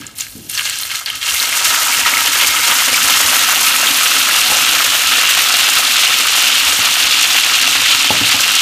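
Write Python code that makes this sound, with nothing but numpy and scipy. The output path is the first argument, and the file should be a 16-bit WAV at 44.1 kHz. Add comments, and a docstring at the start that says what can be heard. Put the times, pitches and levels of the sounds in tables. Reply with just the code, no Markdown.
"""A kitchen: moist potato cubes are tipped from a glass bowl into hot oil in a cast iron pan on a gas stove.
Steam bubbles of many sizes burst in the oil, first in spurts, then without pause: short rings plus hiss.
Loud spits crack, and the bare pan rings (resonant filters) until the cubes cover it.
Dull knocks and thuds (struck resonances) and a kitchen rumble (filtered noise) lie below;
one microphone with a peak limiter."""
import sys
import numpy as np
from scipy import signal
from scipy.fft import rfft, irfft
from scipy.io import wavfile
from scipy.ndimage import uniform_filter1d, minimum_filter1d

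SR = 44100
rng = np.random.default_rng(int(sys.argv[2]) if len(sys.argv) > 2 else 0)


def wrap_up_sound(samples):
    """Save the sound to the file named by the first command line argument, as 16-bit audio."""
    columns = np.atleast_2d(samples).T
    # keep every value between -1 and 1, then stretch to whole-number steps
    tamed = np.clip(columns, -1, 1)
    steps = np.round(tamed * 32767).astype(np.int16)
    wavfile.write(sys.argv[1], SR, steps)


def makeup_ratio(level_db):
    """Linear amplitude ratio for a level in decibels (20 dB per factor of ten)."""
    decades = np.asarray(level_db, float) / 20
    return 10 ** decades


N = 379701  # length in samples

# The tone colour of bursting steam. Each row: frequency in Hz, level in dB per Hz.
SIZZLE_COLOUR = [(210, -36), (350, -20), (397, -25.5), (723, -19), (1100, -10.5), (1300, -6), (2020, -6),
                 (2810, 0.5), (4730, -2), (6690, -0.5), (10600, -6), (14500, -9), (15200, -6)]
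# How full the pan is. Each row: time in seconds, filling (0 almost empty, 1 half full, 2 full).
PAN_FILLING = [(0, 0), (1.1, .1), (1.5, 1), (2.6, 1.1), (3.6, 1.8), (5, 2), (8.61, 2)]


def sizzle():
    """Steam bubbles burst: all sizes swell together in spurts, and each has spurts and a flicker of its own."""
    # Bubble sizes, finest first. Each row: lowest pitch in Hz, highest pitch in Hz, full rate in bursts per
    # second, cycles rung until 60 dB down, size spread in dB.
    bubble_sizes = [(9000, 14400, 6500, 25, 3.5), (4540, 9170, 4000, 6.4, 3), (2076, 4670, 2500, 8.4, 3.5),
                    (450, 2130, 1200, 10.5, 2.5)]
    # Steady frying. Each row: time in seconds, vigour in dB.
    vigour_rows = [(0, -35.5), (.47, -72), (.56, -24), (1.0, -27), (1.04, -33.5), (1.19, -31), (1.3, -14.5),
                   (1.48, -17), (1.55, -14.5), (2.0, -13.5), (2.04, -18.5), (2.07, -15), (3.2, -11),
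                   (8.61, -12)]
    # Share of each bubble size, finest first. Each row: share in dB when almost empty, half full and full,
    # then the change in dB per second as the cubes dry.
    size_shares = [(-3.5, -7, -8.5, -1), (-1, -5, -8.5, -0.01), (-9, -6.5, -5.5, 0.83),
                   (-13.5, -7, -8.5, -0.26)]
    # Share of the full burst rate: almost empty, half full, full.
    crowd_shares = [0.6, .8, 0.92]
    # Snaps against the second finest bubbles in dB: almost empty, half full, full.
    snap_levels = [-9, -3, -2]
    drying_from_s = 3.46
    vigour_db = in_time(vigour_rows)[0]
    drying_s = np.maximum(np.arange(N) / SR - drying_from_s, 0)
    # few cubes: sparser, coarser bursts
    crowd = np.clip(by_filling(crowd_shares), .05, 1)
    shared_db = .5 * drift(29) + 1.48 * spurts(60, 0.0062)
    oil, gains = np.zeros(N), []
    for (*share_db, dry_db), size in zip(size_shares, bubble_sizes):
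        steady = makeup_ratio(vigour_db + by_filling(share_db) + dry_db * drying_s)
        middle_hz = np.sqrt(size[0] * size[1])
        gain = np.sqrt(steady ** 2 + flares(middle_hz))
        gains.append(gain)
        own_db = 1.21 * drift(25.6) + 2.0 * spurts(42, 0.00073)
        swarm = makeup_ratio(2.5 * drift(40))
        oil += gain * makeup_ratio(shared_db + own_db) * bubbles(*size, swarm, crowd)
    return oil + gains[1] * makeup_ratio(by_filling(snap_levels)) * snaps(per_s=250, spread_db=4.0)


def bubbles(low_hz, high_hz, per_s, cycles, spread_db, swarm, crowd, count=8):
    """Random bursts, each ringing a few cycles at a pitch drawn at random within this size's range; they come
    in swarms."""
    sizes = makeup_ratio(spread_db * np.minimum(rng.exponential(1, N), 6.0)) * rng.choice([-1, 1], N)
    born = rng.random(N) < per_s * swarm * crowd / SR
    dealt = rng.integers(0, count, N)  # which pitch each burst gets
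    edges = np.geomspace(low_hz, high_hz, count + 1)
    rings = np.zeros(N)
    for k, hz in enumerate(np.sqrt(edges[1:] * edges[:-1])):
        weight = hz / np.sin(2 * np.pi * hz / SR)
        rings += weight * ring(sizes * born * (dealt == k), hz, cycles / hz)
    # bursts too small and many to tell apart
    hiss = rms_one(band(rng.standard_normal(N), low_hz, high_hz))
    mix = rms_one(rings / np.sqrt(crowd)) + 0.68 * np.sqrt(crowd) * hiss
    return rms_one(colour(mix, SIZZLE_COLOUR))


def flares(hz):
    """Wet faces meet the oil: power given to bubbles of one pitch rises quickly, then dies away."""
    # Each row: start in seconds, level in dB, dying time in seconds, pitch of the main bubbles in Hz.
    flare_rows = [(0, -34.5, .15, 2200), (.15, -32, 0.83, 10100), (.18, -22, 0.025, 9500),
                  (.197, -18, 0.034, 6000), (.488, -19.5, .04, 9600), (.525, -22.5, 0.062, 5560),
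                  (.572, -18, 0.04, 3300), (.645, -17, 0.1, 3600), (.695, -25, 0.021, 7000),
                  (.775, -27, 0.036, 9000), (.895, -16.5, 0.056, 2210), (.945, -11.5, 0.016, 5000),
                  (1.005, -23, .02, 1300), (1.058, -20.5, 0.12, 2620), (1.145, -24, 0.036, 7040),
                  (1.21, -17, .06, 2760), (1.645, -10, 0.038, 6050), (2.055, -7.5, 0.035, 1800),
                  (2.395, -4.5, 0.035, 2180), (2.46, -17, 0.055, 9000)]
    rise_s, fall_db_per_octave = 0.0054, 7.5
    power = np.zeros(N)
    for s, db, dying_s, main_hz in flare_rows:
        at = round(s * SR)
        age = np.arange(min(N - at, round(10 * dying_s * SR))) / SR
        shape = (1 - np.exp(-age / rise_s)) * np.exp(-age / dying_s)
        octaves = abs(np.log2(hz / main_hz))
        power[at:at + len(age)] += (makeup_ratio(db - fall_db_per_octave * octaves) * shape) ** 2
    return power


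def snaps(per_s, spread_db):
    """Droplets flash to steam: a needle click with a wisp of hiss behind it."""
    sizes = makeup_ratio(spread_db * np.minimum(rng.exponential(1, N), 4.0)) * (rng.random(N) < per_s / SR)
    fading = signal.lfilter([1], [1, -np.exp(-1 / (.002 * SR))], sizes)  # over 2 ms
    wisps = .25 * rng.standard_normal(N) * fading
    clicks = sizes * rng.choice([-1, 1], N)
    return rms_one(colour(band(clicks + wisps, 3550, 14000), SIZZLE_COLOUR))


def spits():
    """A big drop of water explodes: a crack and a short ring."""
    # Loud spits of oil. Each row: start in seconds, level in dB, pitch in Hz.
    spit_rows = [(0.067, -10, 7100), (0.1844, -6, 9960), (0.1975, -20, 5000), (0.2079, 1, 6840),
                 (0.498, -0.5, 9550), (0.552, -3, 5960), (0.576, -2, 4500), (0.6633, -4, 7000),
                 (0.698, -2, 7600), (0.7875, -4, 9360), (0.8129, -2, 13000), (0.8334, -7, 4150),
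                 (0.9163, -10, 2120), (0.9555, -4, 3900), (0.9935, -8, 11400), (1.0606, -2.5, 4480),
                 (1.1012, -6, 11500), (1.1017, -5.5, 3000), (1.158, -6, 11000), (1.4, 7, 4070),
                 (1.654, -1, 5590), (1.927, -2, 2320), (2.052, -1, 1930), (2.137, 1, 2160),
                 (2.1705, 8, 2090), (2.2727, -4, 3520), (2.403, 7, 2760), (2.4457, 0, 2410),
                 (2.9438, 10, 2350), (3.8702, 7, 3260), (4.2159, -3, 3500), (4.6804, -10, 2740),
                 (6.0707, 7, 2850), (7.5884, 7, 2740)]
    out, t = np.zeros(N), np.arange(600) / SR
    for s, level_db, hz in spit_rows:
        at = round(s * SR)
        crack = .5 * rng.standard_normal(len(t)) * np.exp(-t / 0.00023)
        tone = np.sin(2 * np.pi * hz * t) * np.exp(-t * hz / 4.1)  # dies over about four cycles
        out[at:at + len(t)] += makeup_ratio(level_db) * (tone + crack)
    return band(out, 2300, 22000)


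def kitchen(x):
    """A close echo from the stove top."""
    # Each row: delay in seconds, level in dB.
    echo_rows = [(.0031, -6.5)]
    lags = np.zeros(round(.04 * SR))
    lags[0] = 1  # the direct sound
    for delay_s, db in echo_rows:
        lags[round(delay_s * SR)] = makeup_ratio(db)
    return signal.fftconvolve(x, lags)[:N]


def pan(x):
    """The iron and the air in it ring along; which modes stand out changes as the cubes pile up."""
    # Resonances of the pan. Each row: pitch in Hz, width in Hz, then the rise in dB when almost empty,
    # half full and under the whole pile.
    pan_modes = [(730, 30, 3, 4, 5), (945, 20, 4, 11, 1), (1300, 70, 9, 5, 4), (1640, 130, 10, 2, 0),
                 (1890, 40, 5, 4, 1), (2130, 70, 8, 7, 0), (2760, 90, 5, 2, 2.5), (3130, 90, 6, 2, 1),
                 (3470, 100, 2, 0, 1), (4200, 200, 6, 1, 1)]
    # Level in dB that leaves the pan: almost empty, half full, full.
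    leaving_levels = [-1.5, -0.32, -0.28]
    waver_db = 3.0  # each resonance swells and fades as cubes shift
    rings = np.zeros(N)
    for hz, width_hz, *rise_db in pan_modes:
        mode = signal.lfilter(*signal.iirpeak(hz, hz / width_hz, fs=SR), x)
        rings += (makeup_ratio(by_filling(rise_db)) - 1) * makeup_ratio(waver_db * drift(4)) * mode
    return makeup_ratio(by_filling(leaving_levels)) * (x + rings)


def knocks():
    """Soft blows on stove and worktop; hard ones reach the upper modes, and the room rumbles on."""
    # Each row: start in seconds, strength in dB, hardness in dB, rumbling tail against the strength in dB.
    knock_rows = [(0.002, -24, -15, -15), (0.353, -21, -25, -13.5), (4.502, -23, 15, -22),
                  (4.516, -24, 17.5, -23), (4.563, -30, 14, -25), (6.789, -17, 5, -24),
                  (7.754, -26, -10, -30), (7.939, -21, -15, -24), (8.105, -10.5, 13, -20),
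                  (8.21, -6.5, -8, -33), (8.343, -15, 6.5, -33)]
    # Modes of stove and worktop. Each row: pitch in Hz, relative level in dB, time to fall 60 dB in seconds.
    counter_modes = [(111.6, -0.5, 0.19), (248, -6, 0.034), (281, 4.5, .12), (576, -8.5, 0.079),
                     (740, -8, 0.082), (852, 14.5, 0.054)]
    tail_t60_s = .8
    rattle_db, rattle_t60_s = -23.5, 0.35  # loose things buzz after a hard blow
    s, strength_db, hard_db, tail_db = np.transpose(knock_rows)
    at, out = np.round(s * SR).astype(int), np.zeros(N)
    for hz, db, t60_s in counter_modes:
        clicks = np.zeros(N)
        clicks[at] = makeup_ratio(strength_db + db - 11.5 + hard_db * (hz > 400))
        soft_blows = signal.lfilter([.0049], np.convolve([1, -.93], [1, -.93]), clicks)
        out += ring(soft_blows, hz, t60_s)
    blows = np.zeros(N)
    blows[at] = makeup_ratio(strength_db + tail_db)
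    tail = signal.lfilter([1], [1, -makeup_ratio(-60 / (tail_t60_s * SR))], blows)
    blows[at] = makeup_ratio(strength_db + hard_db + rattle_db)
    rattle = signal.lfilter([1], [1, -makeup_ratio(-60 / (rattle_t60_s * SR))], blows)
    low_noise = rms_one(band(band(rng.standard_normal(N), 70, 400), 70, 400))
    high_noise = rms_one(band(band(rng.standard_normal(N), 400, 950), 400, 950))
    return band(band(out, 73, 2000), 73, 2000) + tail * low_noise + rattle * high_noise


def thuds():
    """Soft low thuds through floor and stove: a rounded push sets the floor swinging for some cycles."""
    # Each row: start in seconds, strength of the push in dB.
    thud_rows = [(1.319, -36), (1.675, -36), (2.019, -36), (2.479, -36), (3.039, -34), (3.239, -31),
                 (5.052, -34), (6.66, -30), (7.029, -34)]
    s, strength_db = np.transpose(thud_rows)
    pushes = np.zeros(N)
    pushes[np.round(s * SR).astype(int)] = makeup_ratio(strength_db)
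    return ring(band(pushes, 40, 150), hz=75, t60=0.21)


def rumble():
    """Low noise of the kitchen, and the thrum of the boil carried by pan and grate."""
    # Tone colour of the low noise. Each row: frequency in Hz, level in dB per Hz.
    rumble_colour = [(25, -34), (43, 4), (75, -6), (102, 4), (172, -6.5), (281, 7.5), (387, -10.5),
                     (600, -54)]
    # Boil in the iron. Each row: time in seconds, level in dB.
    thrum_rows = [(1.1, -59), (1.5, -46.5), (2.6, -40.5), (3.1, -38), (5.5, -43), (8.61, -40.5)]
    room_db = -49.5
    room = rms_one(band(colour(rng.standard_normal(N), rumble_colour), 43, 153))
    iron = rms_one(band(colour(rng.standard_normal(N), rumble_colour), 137, 404))
    # faint bumps shake floor and grate together
    bumps_db = 2.9 * spurts(8, 0.038)
    room *= makeup_ratio(room_db + bumps_db + 1.5 * drift(6))
    iron *= makeup_ratio(in_time(thrum_rows)[0] + bumps_db + 1.4 * drift(9))
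    return room + iron


def air():
    """Faint room noise above the rumble: a steady band of noise."""
    return makeup_ratio(-54) * rms_one(band(rng.standard_normal(N), 400, 930))


def side_noise():
    """A trace of low noise, with opposite sign on the left and right."""
    return makeup_ratio(-54.5) * rms_one(band(rng.standard_normal(N), 140, 760)) * [[1], [-1]]


def spurts(per_s, decay_s):
    """Sudden outbreaks, as of pockets of steam: each starts at once and dies away."""
    starts = (rng.random(N) < per_s / SR) * rng.exponential(1, N)
    return signal.lfilter([1], [1, -np.exp(-1 / (decay_s * SR))], starts)


def drift(rate_hz):
    """Slow chance of spread 1: smoothed noise, made at every 20th sample."""
    r = np.exp(-40 * np.pi * rate_hz / SR)
    noise = rng.standard_normal(N // 20 + 2002)
    slow = signal.lfilter([1], [1, -2 * r, r * r], noise)[2000:]  # skip the settling
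    return np.interp(np.arange(N) / 20, np.arange(len(slow)), rms_one(slow))


def ring(clicks, hz, t60):
    """A unit click sets a sine of height 1 ringing; it falls 60 dB in t60 seconds."""
    r, w = makeup_ratio(-60 / (t60 * SR)), 2 * np.pi * hz / SR
    return signal.lfilter([0, np.sin(w)], [1, -2 * r * np.cos(w), r * r], clicks + 1e-18)


def colour(x, spectrum):
    """Causal filter with the given spectrum: minimum phase by folding the cepstrum."""
    size = 8192
    hz, db = np.transpose(spectrum)
    bins_hz = np.arange(size // 2 + 1) * SR / size
    curve_db = np.interp(np.log(bins_hz + 1), np.log(hz), db)
    cepstrum = irfft(np.log(makeup_ratio(curve_db)))
    cepstrum[1:size // 2] *= 2
    cepstrum[size // 2 + 1:] = 0
    return signal.fftconvolve(x, irfft(np.exp(rfft(cepstrum))))[:N]


def band(x, low_hz, high_hz):
    """Band-pass: keeps what lies between two frequencies."""
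    return signal.sosfilt(signal.butter(2, [low_hz, high_hz], "band", fs=SR, output="sos"), x)


def rms_one(x):
    """Scale to rms 1."""
    return x / np.sqrt(np.mean(x ** 2) + 1e-20)


def in_time(rows):
    """Columns of a table as curves over all samples."""
    s, *columns = np.transpose(rows)
    return [np.interp(np.arange(N) / SR, s, c) for c in columns]


def by_filling(values):
    """Curve over time through the values for an almost empty, half full and full pan."""
    return np.interp(in_time(PAN_FILLING)[0], range(3), values)


def scene():
    """Everything reaches one microphone; only a trace of low noise differs between the sides."""
    oil = sizzle() + kitchen(spits())
    return pan(oil) + knocks() + thuds() + rumble() + air() + side_noise()


def limiter(x):
    """Ducks just ahead of each peak and recovers at a steady rate."""
    ceiling, release_db_per_s = .975, 800
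    over_db = np.maximum(20 * np.log10(np.abs(x).max(axis=0) / ceiling + 1e-9), 0)
    ramp = release_db_per_s * np.arange(N) / SR
    held_db = np.maximum.accumulate(over_db + ramp) - ramp
    ahead_db = -minimum_filter1d(-held_db, size=33)  # in samples
    return x * makeup_ratio(-uniform_filter1d(ahead_db, size=33))


def top_cut(x):
    """Nothing passes above the cut-off."""
    return signal.sosfilt(signal.butter(12, 16440, fs=SR, output="sos"), x)


def record(dry):
    """A dip in the microphone's treble, a bass cut, a top cut, then the peak limiter."""
    notch_hz, notch_width_hz, notch_share = 10500, 600, .55
    notch = signal.lfilter(*signal.iirpeak(notch_hz, notch_hz / notch_width_hz, fs=SR), dry)
    x = dry - notch_share * notch
    x = signal.sosfilt(signal.butter(4, 36, "high", fs=SR, output="sos"), x)
    x = signal.sosfilt(signal.ellip(12, .5, 65, 15350, fs=SR, output="sos"), x)  # top cut in Hz
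    return top_cut(limiter(x))


dry = scene()
out = record(dry)
wrap_up_sound(out)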